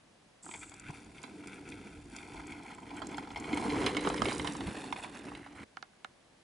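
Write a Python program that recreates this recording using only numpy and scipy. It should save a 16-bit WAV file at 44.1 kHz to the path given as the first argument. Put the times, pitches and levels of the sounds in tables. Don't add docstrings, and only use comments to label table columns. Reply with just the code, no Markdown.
import sys
import numpy as np
from scipy import signal
from scipy.fft import rfft, irfft
from scipy.io import wavfile
from scipy.ndimage import uniform_filter1d, map_coordinates

SR = 44100
rng = np.random.default_rng(int(sys.argv[2]) if len(sys.argv) > 2 else 0)


def persist_wave(psi):
    counts = np.round(np.clip(psi, -1, 1) * 32767).astype(np.int16)
    wavfile.write(sys.argv[1], SR, np.atleast_2d(counts).T)


N = 283553
T = np.arange(N) / SR
SIDES = np.array([[1], [-1]])

# t/s, drum/dB, crunch/dB, rattle/dB, grit/dB, pan/dB
ROLL = [(0.44, -53, -62, -72, -76, 2), (0.64, -57, -62.5, -55.5, -65, 2), (0.86, -60, -77, -60.5, -73, 0.5),
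        (0.89, -52, -58.5, -57.5, -69.5, 3), (0.97, -56, -69.5, -66, -70.5, 2),
        (1.71, -46.5, -65, -56.5, -68.5, 2), (2.06, -54, -69, -65, -69.5, 0.5),
        (2.42, -47.5, -52, -55.5, -66.5, 1), (2.79, -53, -54.5, -57.5, -69.5, 0),
        (3.05, -44, -55.5, -60, -73, -0.5), (3.45, -43.5, -47.5, -51, -64, 0),
        (3.55, -37, -44.5, -49, -63.5, -0.5), (3.61, -40.5, -41.5, -48, -53.5, 0),
        (3.74, -36.5, -43.5, -46, -56.5, -0.5), (4.28, -37, -54.5, -47, -52, -5.5),
        (4.65, -40.5, -56, -55, -59, -2), (5.06, -50, -58, -56.5, -61, -1.5),
        (5.25, -45, -64, -56, -68, -3), (5.48, -57.5, -66.5, -63.5, -77, -3),
        (5.64, -51.5, -58, -54.5, -67, -2.0)]
# t/s, level/dB, f/Hz, low thud/dB
LANDINGS = [(0.892, -34, 150, -46.5), (3.042, -38, 288, -54), (3.531, -20.5, 276, -71),
            (4.12, -52, 288, -58), (4.239, -35, 284, -44.5), (4.622, -44, 288, -51),
            (4.676, -30, 181, -43.5)]


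def tyres():
    # f/Hz, width/Hz, level/dB
    cavity_modes = [(207.3, 101, -6), (292.4, 11.8, 10), (305.5, 116, -2)]
    casing_modes = [(380, 68, 20), (553, 132, 27)]
    stone_modes = [(717, 257, 3), (1070, 346, -1)]
    frame_modes = [(1395, 326, 1.5), (2370, 730, -2), (3230, 560, -19)]
    grit_modes = [(3840, 900, 24.5), (5780, 250, 21), (7040, 1230, 17), (10000, 1200, 19)]
    # middle t/s, half length/s, swell/dB
    loose = [(0.547, 0.027, 11.5), (0.632, 0.013, 11), (0.937, 0.057, 6), (1.172, 0.015, 4),
             (1.245, 0.028, 10), (1.495, 0.035, 6), (1.736, 0.049, 2.5), (2.18, 0.057, 11.5),
             (2.348, 0.053, 7.5), (2.55, 0.045, 1.5), (2.973, 0.023, 7), (3.13, 0.027, 5),
             (3.368, 0.041, 8), (3.718, 0.018, 3.5), (3.888, 0.022, 8), (4.327, 0.064, 6.5),
             (4.493, .03, 6.5), (4.989, 0.021, 8.5), (5.045, 0.022, 12), (5.175, 0.043, 8.5),
             (5.285, 0.023, 3), (5.56, 0.015, 5.5)]
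    s, drum_db, crunch_db, frame_db, grit_db, pan_db = np.transpose(ROLL)
    casing_db = -43.5 + 4.9 * (drum_db + 37)
    swell = undb(sum(db * np.exp(-((T - at) / half) ** 2) for at, half, db in loose))
    patch, bumps = walk(24.98), undb(2.5 * walk(9))
    knobs = grains(2000, 5.2, 2.3) * undb(0.99 * patch) * bumps
    cracks = grains(600, 4.2, 2.0) * undb(1.2 * patch) * bumps
    shakes = grains(900, 3.4, 2.1) * undb(5.1 * patch) * bumps
    fine = grains(1100, 5.0, .8) * undb(2.5 * patch) * bumps
    drum = unit(ring(knobs, cavity_modes)) * gain(s, drum_db)
    casing = unit(ring(ring(knobs, casing_modes), [(440, 280, 0)])) * gain(s, casing_db)
    crunch = unit(ring(cracks, stone_modes)) * gain(s, crunch_db)
    frame = unit(ring(unit(shakes) + 0.17 * unit(cracks), frame_modes)) * gain(s, frame_db)
    grit = ring(unit(fine) + 1.1 * unit(shakes), grit_modes)
    grit = unit(band(grit, 2000, 22000)) * gain(s, grit_db)
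    pan = np.interp(T, s, pan_db) * SIDES / 2
    return drum + casing, swell * ((crunch + frame) * undb(pan) + grit * undb(0.86 * pan))


def thumps():
    out = np.zeros(N)
    for s, db, hz, _ in LANDINGS:
        cycles = np.clip(T - s, 0, None) * hz
        out -= undb(db) * np.sin(2 * np.pi * cycles) * cycles ** 2 * np.exp(1.5 - cycles / 0.56)
    return out


def stone_strikes():
    # t/s, level/dB, relative knock/dB, relative rattle/dB, decay/ms, pan/dB
    hits = [(0.464, -32, -2, -19, 1, -8), (0.49, -36, 0, -8.5, 1.9, -9), (0.512, -29.5, -12, -7, 3, 1.0),
            (0.538, -29, -6.5, -6, 5.8, 1.0), (0.614, -36, -14, -11, 4.8, 0.5),
            (0.866, -43, -17, -9, 3, 0.0), (0.884, -37, -13, -5, 3, 1.0), (1.181, -41, -19, -1, 3, 0.0),
            (1.237, -29.5, -7, -8.5, 2.1, -10.5), (1.437, -41, -0.5, -19, 3, -0.5),
            (1.471, -35.5, -14, -7, 3, 0.0), (1.719, -36.5, -16, -1, 4.7, 0.0),
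            (2.164, -36, -20, -4, 3.3, 0.0), (2.185, -31.5, -16, -7, 1.8, -3), (2.229, -30, -20, -10, 2, 5),
            (2.319, -33, -9, -17, 3, 0.0), (2.367, -37, -12, -7, 2.2, -3),
            (2.397, -34, 1.5, -16, 3.9, -0.5), (2.52, -31.5, -15, -3.5, 3.9, -0.5),
            (2.652, -44, -5, -20, 3, -2.0), (2.699, -42.5, 0.5, -10, 3.8, -1.0),
            (2.782, -36.5, -2, -15, 3, 0.0), (3.001, -33, -7, -24, 4.1, -3.5),
            (3.018, -29.5, 3.5, -8.5, 5.7, -5.5), (3.144, -34, -7, -0.5, 1.8, 1),
            (3.181, -20, -2.5, -16, 1.9, -6.5), (3.224, -38, -1, -6, 3, 3), (3.273, -37, -1, -7, 3.3, 2),
            (3.313, -34, -3, -11, 3, -0.5), (3.359, -28, -4, -1, 8.9, -0.5), (3.442, -32, -5, -11, 3, 1),
            (3.475, -27, -10, -13, 3, -1.0), (3.51, -30, -7, -11, 2.4, 2),
            (3.529, -22.5, -7, -7, 2.4, -1.0), (3.573, -17.5, -13, -11, 6.5, -1.0),
            (3.643, -29, -13, -7.5, 3.7, -4), (3.669, -34, -7, -16, 2.4, 1),
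            (3.7, -25, -11, -2.5, 5.9, -1.0), (3.756, -22, -9, -13, 3, -1),
            (3.817, -27.5, -15, -4.5, 4, -6), (3.842, -23.5, -4.5, -7, 3.3, -1.0),
            (3.863, -14.5, -9.5, -6, 9, -3.5), (3.947, -21.5, -10, -8.5, 3.9, -3.0),
            (3.967, -17.5, -9, -3.5, 6.1, -4), (4.011, -31, -3, -5, 3.3, -4), (4.048, -22, -5, -9, 3, -1),
            (4.072, -20.5, -1, -10.5, 1.6, -11), (4.1, -20.5, -3, -8, 2.3, 1),
            (4.142, -23, -2, -21, 2.6, -2), (4.219, -13, -4, -12, 1.8, -10),
            (4.255, -17, -8, -5, 2.7, -4.0), (4.285, -22.5, -5, -3.5, 3, -3.0),
            (4.319, -16.5, -9, -16, 4.2, -2), (4.341, -27, -15, -14, 3.6, -3.0),
            (4.396, -21, -9.5, -7.5, 2.2, -5), (4.445, -18, -11.5, -13.5, 9, -3),
            (4.473, -20, -7, -4.5, 1.8, -5.5), (4.55, -25.5, -7.5, -13, 3, -1.5),
            (4.606, -27, -6.5, -5.5, 4.9, -3), (4.669, -32, -13, -4, 3, 0.5),
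            (4.807, -42, -18, -9, 3, -2.0), (4.845, -39, -7, -16, 2.5, 2), (4.925, -18, -4, -8, 2.3, -6),
            (4.961, -29, -4.5, -6, 5.7, -1.0), (5.036, -27, -7, -10, 3, -2.0),
            (5.044, -23, -8, -9, 4.3, -2.0), (5.151, -35, -5, -11, 3, -2.0),
            (5.194, -30, -15, -21, 2.4, -6), (5.284, -35, -6, -27, 3, -2.5), (5.317, -35, -2, -19, 3.6, -5),
            (5.35, -32.5, -8, -3, 3, -2.5), (5.462, -37, -2, -21, 2.5, -2.0)]
    # f/Hz, level/dB, t60/s
    metal_modes = [(2199, 6.5, 0.043), (2470, 12.5, 0.01), (3370, -45, 0.027), (4000, -2.5, 0.15),
                   (5000, 10, 0.035), (7570, 6, 0.027), (8710, -14, .02), (9950, -17, .02)]
    out, t = np.zeros((2, N + 2560)), np.arange(2560) / SR
    hz, db, t60 = np.transpose(metal_modes)[:, :, None]
    s, level_db, knock_db, rattle_db, ms, pan_db = np.transpose([*hits, *pebbles()])[:, :, None]
    noise = rng.standard_normal((len(s), len(t)))
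    fade = np.exp(-t * 1000 / np.maximum(ms, .3)) * (1 - np.exp(-t / 0.00023))
    fade = fade + 0.14 * fade ** 0.15
    chance = rng.standard_normal((len(s), 2, len(hz), 1))
    decays = undb(db - 42 + 4 * chance[:, 0]) * np.exp(-np.log(1000) * t / t60)
    tones = (decays * np.sin(2 * np.pi * hz * (1 + 0.019 * chance[:, 1]) * t)).sum(axis=1)
    rung = signal.fftconvolve((noise * fade)[:, :1024], tones, axes=1)[:, :len(t)]
    knock = unit_peak(band(noise * fade + rung, 586, 1436))
    rattle = unit_peak(band(noise * fade ** 1.03 + rung, 1880, 3330))
    tick = unit_peak(band(noise * fade ** 6.8 + rung, 2400, 8600))
    body = undb(level_db) * (undb(knock_db) * knock + undb(rattle_db) * rattle)
    for k, at in enumerate(s[:, 0]):
        place(out, at, body[k], 0, pan_db[k])
        place(out, at, tick[k], level_db[k] - 23.5, 0.18 * pan_db[k])
    return out[:, :N]


def pebbles(per_s=24):
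    s, _, crunch_db, frame_db, _, pan_db = np.transpose(ROLL)
    draws = rng.random((int(per_s * (s[-1] - s[0])), 6)).T
    at = s[0] + draws[0] * (s[-1] - s[0])
    size, knock, rattle, length, side = 2 * draws[1:] - 1
    db = np.interp(at, s, np.maximum(crunch_db, frame_db)) + 12.5 + 8.5 * size
    ms = 4.1 * np.exp(.5 * length)
    pan = np.interp(at, s, pan_db) + 6 * side
    return np.transpose([at, db, -6 + 5 * knock, -10 + 5 * rattle, ms, pan])


def ticks(decay_ms=2.2):
    # t/s, level/dB, f/Hz, pan/dB
    loudest = [(0.4324, -46, 8010, -2), (0.4556, -45, 8100, 6), (0.5116, -48, 8000, 7),
               (0.6953, -40, 7750, 3), (0.7405, -41, 7460, 2.5), (0.797, -38, 7600, 3.0),
               (0.9067, -44, 7260, 1.5), (1.045, -49, 6740, 1.5), (1.2175, -48, 5100, 3),
               (1.2305, -38.5, 7370, 0.5), (1.472, -40.5, 7280, 1.0), (1.5423, -44.5, 8410, 1.5),
               (1.689, -43, 7520, 1.0), (2.1639, -33.5, 7400, 1.0), (2.4692, -43, 7740, 1.0),
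               (2.7481, -44.5, 7620, 1.0), (2.9661, -44, 7540, 0.5), (3.069, -36.5, 7460, 0.5),
               (3.17, -41.5, 7100, 5), (3.3158, -52, 6380, 1.0), (3.375, -39, 5740, 1.0),
               (3.3993, -39, 7260, 1.0), (3.5308, -53, 6650, 0.5), (3.5457, -37, 7850, 0.0),
               (3.5726, -36.5, 8240, 0.5), (3.7079, -45, 5240, 0.0), (3.863, -24.5, 5100, -1.5),
               (3.9468, -50, 5150, -10), (3.9686, -30, 4900, -1.5), (4.0406, -39, 6270, -2.0),
               (4.0616, -37.5, 9900, -1.0), (4.089, -31, 6600, -2.0), (4.144, -35, 5270, -2.5),
               (4.2198, -28, 5200, -1.0), (4.246, -37, 8960, -9), (4.308, -47, 5000, -3.0),
               (4.328, -31, 4880, -3.5), (4.3579, -40, 4810, -3.0), (4.3804, -33, 8400, -7),
               (4.4143, -46, 9260, -3.5), (4.4743, -31.5, 4970, -4), (4.567, -36, 7100, -2.0),
               (4.9266, -39, 5500, -2.0), (5.0319, -46, 8730, -0.5)]
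    out, t = np.zeros((2, N + 1024)), np.arange(1024) / SR
    rows = [*loudest, *specks()]
    puffs = band(rng.standard_normal((len(rows), len(t))) * np.exp(-t * 1000 / decay_ms), 3400, 10200)
    for puff, (s, db, hz, pan_db) in zip(puffs, rows):
        place(out, s, unit_peak(puff + ring(puff, [(hz, 500, 11)])), db, pan_db)
    return out[:, :N]


def specks(per_s=14):
    s, *_, grit_db, pan_db = np.transpose(ROLL)
    when, size, pitch, side = rng.random((int(per_s * (s[-1] - s[0])), 4)).T
    at = s[0] + when * (s[-1] - s[0])
    db = np.interp(at, s, grit_db) + 14.5 + 5.5 * (2 * size - 1)
    return np.transpose([at, db, 5200 + 4200 * pitch, np.interp(at, s, pan_db) + 8 * (side - .3)])


def freewheel():
    # t/s, clicks per second, level/dB
    coasting = [(3.3, 54, -86), (3.8, 41.5, -72), (4.2, 59, -63), (4.451, 52.4, -58.5), (4.7, 46.6, -69),
                (5.001, 50, -84), (5.2, 51, -75), (5.35, 49, -68), (5.5, 36, -85), (5.64, 49, -85)]
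    # f/Hz, width/Hz, level/dB
    hub_modes = [(8100, 390, -19), (9050, 100, 11), (10800, 200, -19.5)]
    s, rate_hz, db = np.transpose(coasting)
    teeth = np.floor(np.cumsum(np.interp(T, s, rate_hz)) / SR + 0.26).astype(int)
    drops = np.diff(teeth, prepend=teeth[0]) * undb(3.6 * rng.standard_normal(N // 400))[teeth]
    return unit(ring(noise_tails(drops, tail_ms=1.6), hub_modes)) * gain(s, db)


def hiss(start_s=.424, attack_s=.01, hold_s=0.18, fade_db_per_s=107):
    t = np.clip(T - start_s, 0, None)
    shape = np.minimum(t / attack_s, 1) * undb(-53 - fade_db_per_s * np.clip(t - hold_s, 0, None))
    return unit(ring(ring(grains(2500, 1.8, 2.2), [(7700, 1500, 0)]), [(7700, 2200, 0)])) * shape


def close_echo(x):
    # t/s, lag/ms, strength/0-1
    echo = [(.42, .855, .7), (1.3, .842, .7), (1.9, .842, .75), (2.2, .858, .75), (2.45, .895, .75),
            (2.85, .935, .75), (3.4, .925, .65), (3.9, .975, .55), (4.2, .98, .35), (4.45, 1.03, .45),
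            (4.7, 1.135, .7), (5.05, 1.135, .7), (5.25, 1.085, .65), (5.65, .93, .55)]
    s, lag_ms, strength = np.transpose(echo)
    back = np.arange(N) - np.interp(T, s, lag_ms) * SR / 1000
    bright = x - .45 * signal.filtfilt(*signal.butter(2, 3200, fs=SR), x)
    delayed = np.array([map_coordinates(channel, [back], order=3) for channel in bright])
    return x + np.interp(T, s, strength) * delayed


def distance_dips(x):
    # f/Hz, width/Hz
    dips = [(575, 105), (1150, 204), (1810, 110), (2950, 83), (3820, 190)]
    # t/s, depth/0-1
    dip_depth = [(.42, 0.6), (1.5, 0.75), (2.5, 1), (3.0, 0.52), (3.5, 0.5), (4.0, 0.02), (4.5, 0),
                 (5.65, 0.15)]
    depth = np.interp(T, *np.transpose(dip_depth))
    for hz, width in 2 * dips:
        x = x - depth * ring(x, [(hz, width, 0)])
    return x


def camera_clicks():
    # t/s, level/dB, relative crack/dB, pan/dB
    clicks = [(5.77, -31, -4.5, -6), (5.826, -33, -2, -6), (5.933, -56, -17, -0.5),
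              (6.046, -30.5, -2.5, -6.5)]
    # f/Hz, width/Hz, level/dB
    shell_modes = [(260, 240, -14.5), (762, 75, -1), (1370, 185, 2.5), (1780, 170, -4), (2110, 120, -6),
                   (3100, 140, -8.5)]
    out, t = np.zeros((2, N + 2048)), np.arange(2048) / SR
    for s, db, crack_db, pan_db in clicks:
        noise = rng.standard_normal((3, len(t)))
        crack = unit_peak(band(noise[0] * np.exp(-t / 0.00063), 1640, 4800))
        push = np.exp(-((t - .0016) / .00007) ** 2) + 0.099 * noise[1] * np.exp(-t / .002)
        shell = unit_peak(ring(push, shell_modes))
        rustle = unit_peak(band(noise[2] * np.exp(-t / 0.017), 450, 2300))
        place(out, s, undb(crack_db) * crack + shell + undb(-19) * rustle, db, pan_db)
    return out[:, :N]


def scatter(x):
    t = np.arange(2048) / SR
    noise = rng.standard_normal(len(t)) * np.exp(-t / 0.008)
    tail = sum(band(noise, lo_hz, hi_hz) * undb(db)
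               for lo_hz, hi_hz, db in [(1800, 12000, -34), (900, 1800, -25), (150, 450, -39)])
    return signal.fftconvolve(x.mean(axis=0), tail)[:N] * SIDES


def wind(thud_s=0.016):
    # t/s, level/dB
    breeze = [(.43, -65), (.7, -64), (1.3, -62.5), (2.0, -61), (2.47, -57), (2.86, -63), (3.2, -57),
              (3.8, -55), (4.3, -52), (4.8, -61), (5.15, -58), (5.65, -68)]
    mid, side = band(rng.standard_normal((2, N)), 45, 129)
    thuds = sum(undb(db) * np.exp(-((T - at) / thud_s) ** 2) for at, _, _, db in LANDINGS)
    gusts = gain(*np.transpose(breeze)) * undb(6.4 * walk(11))
    return unit(mid + .1 * side * SIDES) * (gusts + thuds)


def air():
    # f/Hz, relative level/dB
    spectrum = [(15, -47), (25, -10), (202, -1.5), (468, -5.5), (573, -4.5), (798, -7), (1200, -11.5),
                (1360, -13.5), (1510, -11.5), (2510, -13.5), (11000, -25), (14300, -79), (22000, -120)]
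    # f/Hz, likeness/0-1
    likeness = [(60, 0.9), (130, 0.9), (270, 0.8), (560, 0.01), (1180, 0.7), (2490, 0), (5250, 0.42),
                (11100, 0.8)]
    log_f = np.log(np.maximum(np.arange(N // 2 + 1) * SR / N, 1))
    colour_db, alike = (np.interp(log_f, np.log(hz), value)
                        for hz, value in map(np.transpose, (spectrum, likeness)))
    mid, side = rfft(rng.standard_normal((2, N)))
    both = mid * np.sqrt(1 + alike) + side * np.sqrt(1 - alike) * SIDES
    return unit(irfft(both * undb(colour_db), N)) * undb(-63.5)


def undb(db):
    return 10 ** (np.asarray(db) / 20)


def unit(x):
    return x / np.sqrt(np.mean(x ** 2))


def unit_peak(x):
    return x / np.abs(x).max(axis=-1, keepdims=True)


def band(x, lo_hz, hi_hz):
    return signal.sosfilt(signal.butter(2, [lo_hz, hi_hz], "bandpass", fs=SR, output="sos"), x)


def ring(x, modes):
    return sum((-1) ** k * undb(db) * signal.lfilter(*signal.iirpeak(hz, hz / width, SR), x)
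               for k, (hz, width, db) in enumerate(modes))


def gain(s, db):
    return undb(np.interp(T, s, db)) * (T >= s[0]) * (T <= s[-1])


def walk(rate_hz):
    hold = int(SR / rate_hz)
    steps = np.repeat(rng.standard_normal(N // hold + 1), hold)
    return 0.69 * uniform_filter1d(uniform_filter1d(steps, hold), hold)[:N]


def noise_tails(impulses, tail_ms):
    return signal.lfilter([1], [1, -np.exp(-1000 / (tail_ms * SR))], impulses) * rng.standard_normal(N)


def grains(per_s, spread_db, tail_ms):
    sizes = (rng.random(N) < per_s / SR) * undb(spread_db * np.minimum(rng.exponential(size=N), 4))
    return noise_tails(sizes, tail_ms)


def place(out, at_s, sound, db, pan_db):
    start = int(at_s * SR)
    out[:, start:start + len(sound)] += sound * undb(db + pan_db * SIDES / 2)


def scene():
    drum, gravel = tyres()
    clatter = undb(-0.5) * (gravel + stone_strikes() + ticks() + freewheel())
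    bike = distance_dips(drum + thumps() + close_echo(clatter))
    near = bike + camera_clicks()
    return near + scatter(near) + hiss() + wind() + air()


def record(dry, top_hz=11100):
    return signal.sosfilt(signal.ellip(10, .2, 60, top_hz, fs=SR, output="sos"), dry)


dry = scene()
out = record(dry)
persist_wave(out)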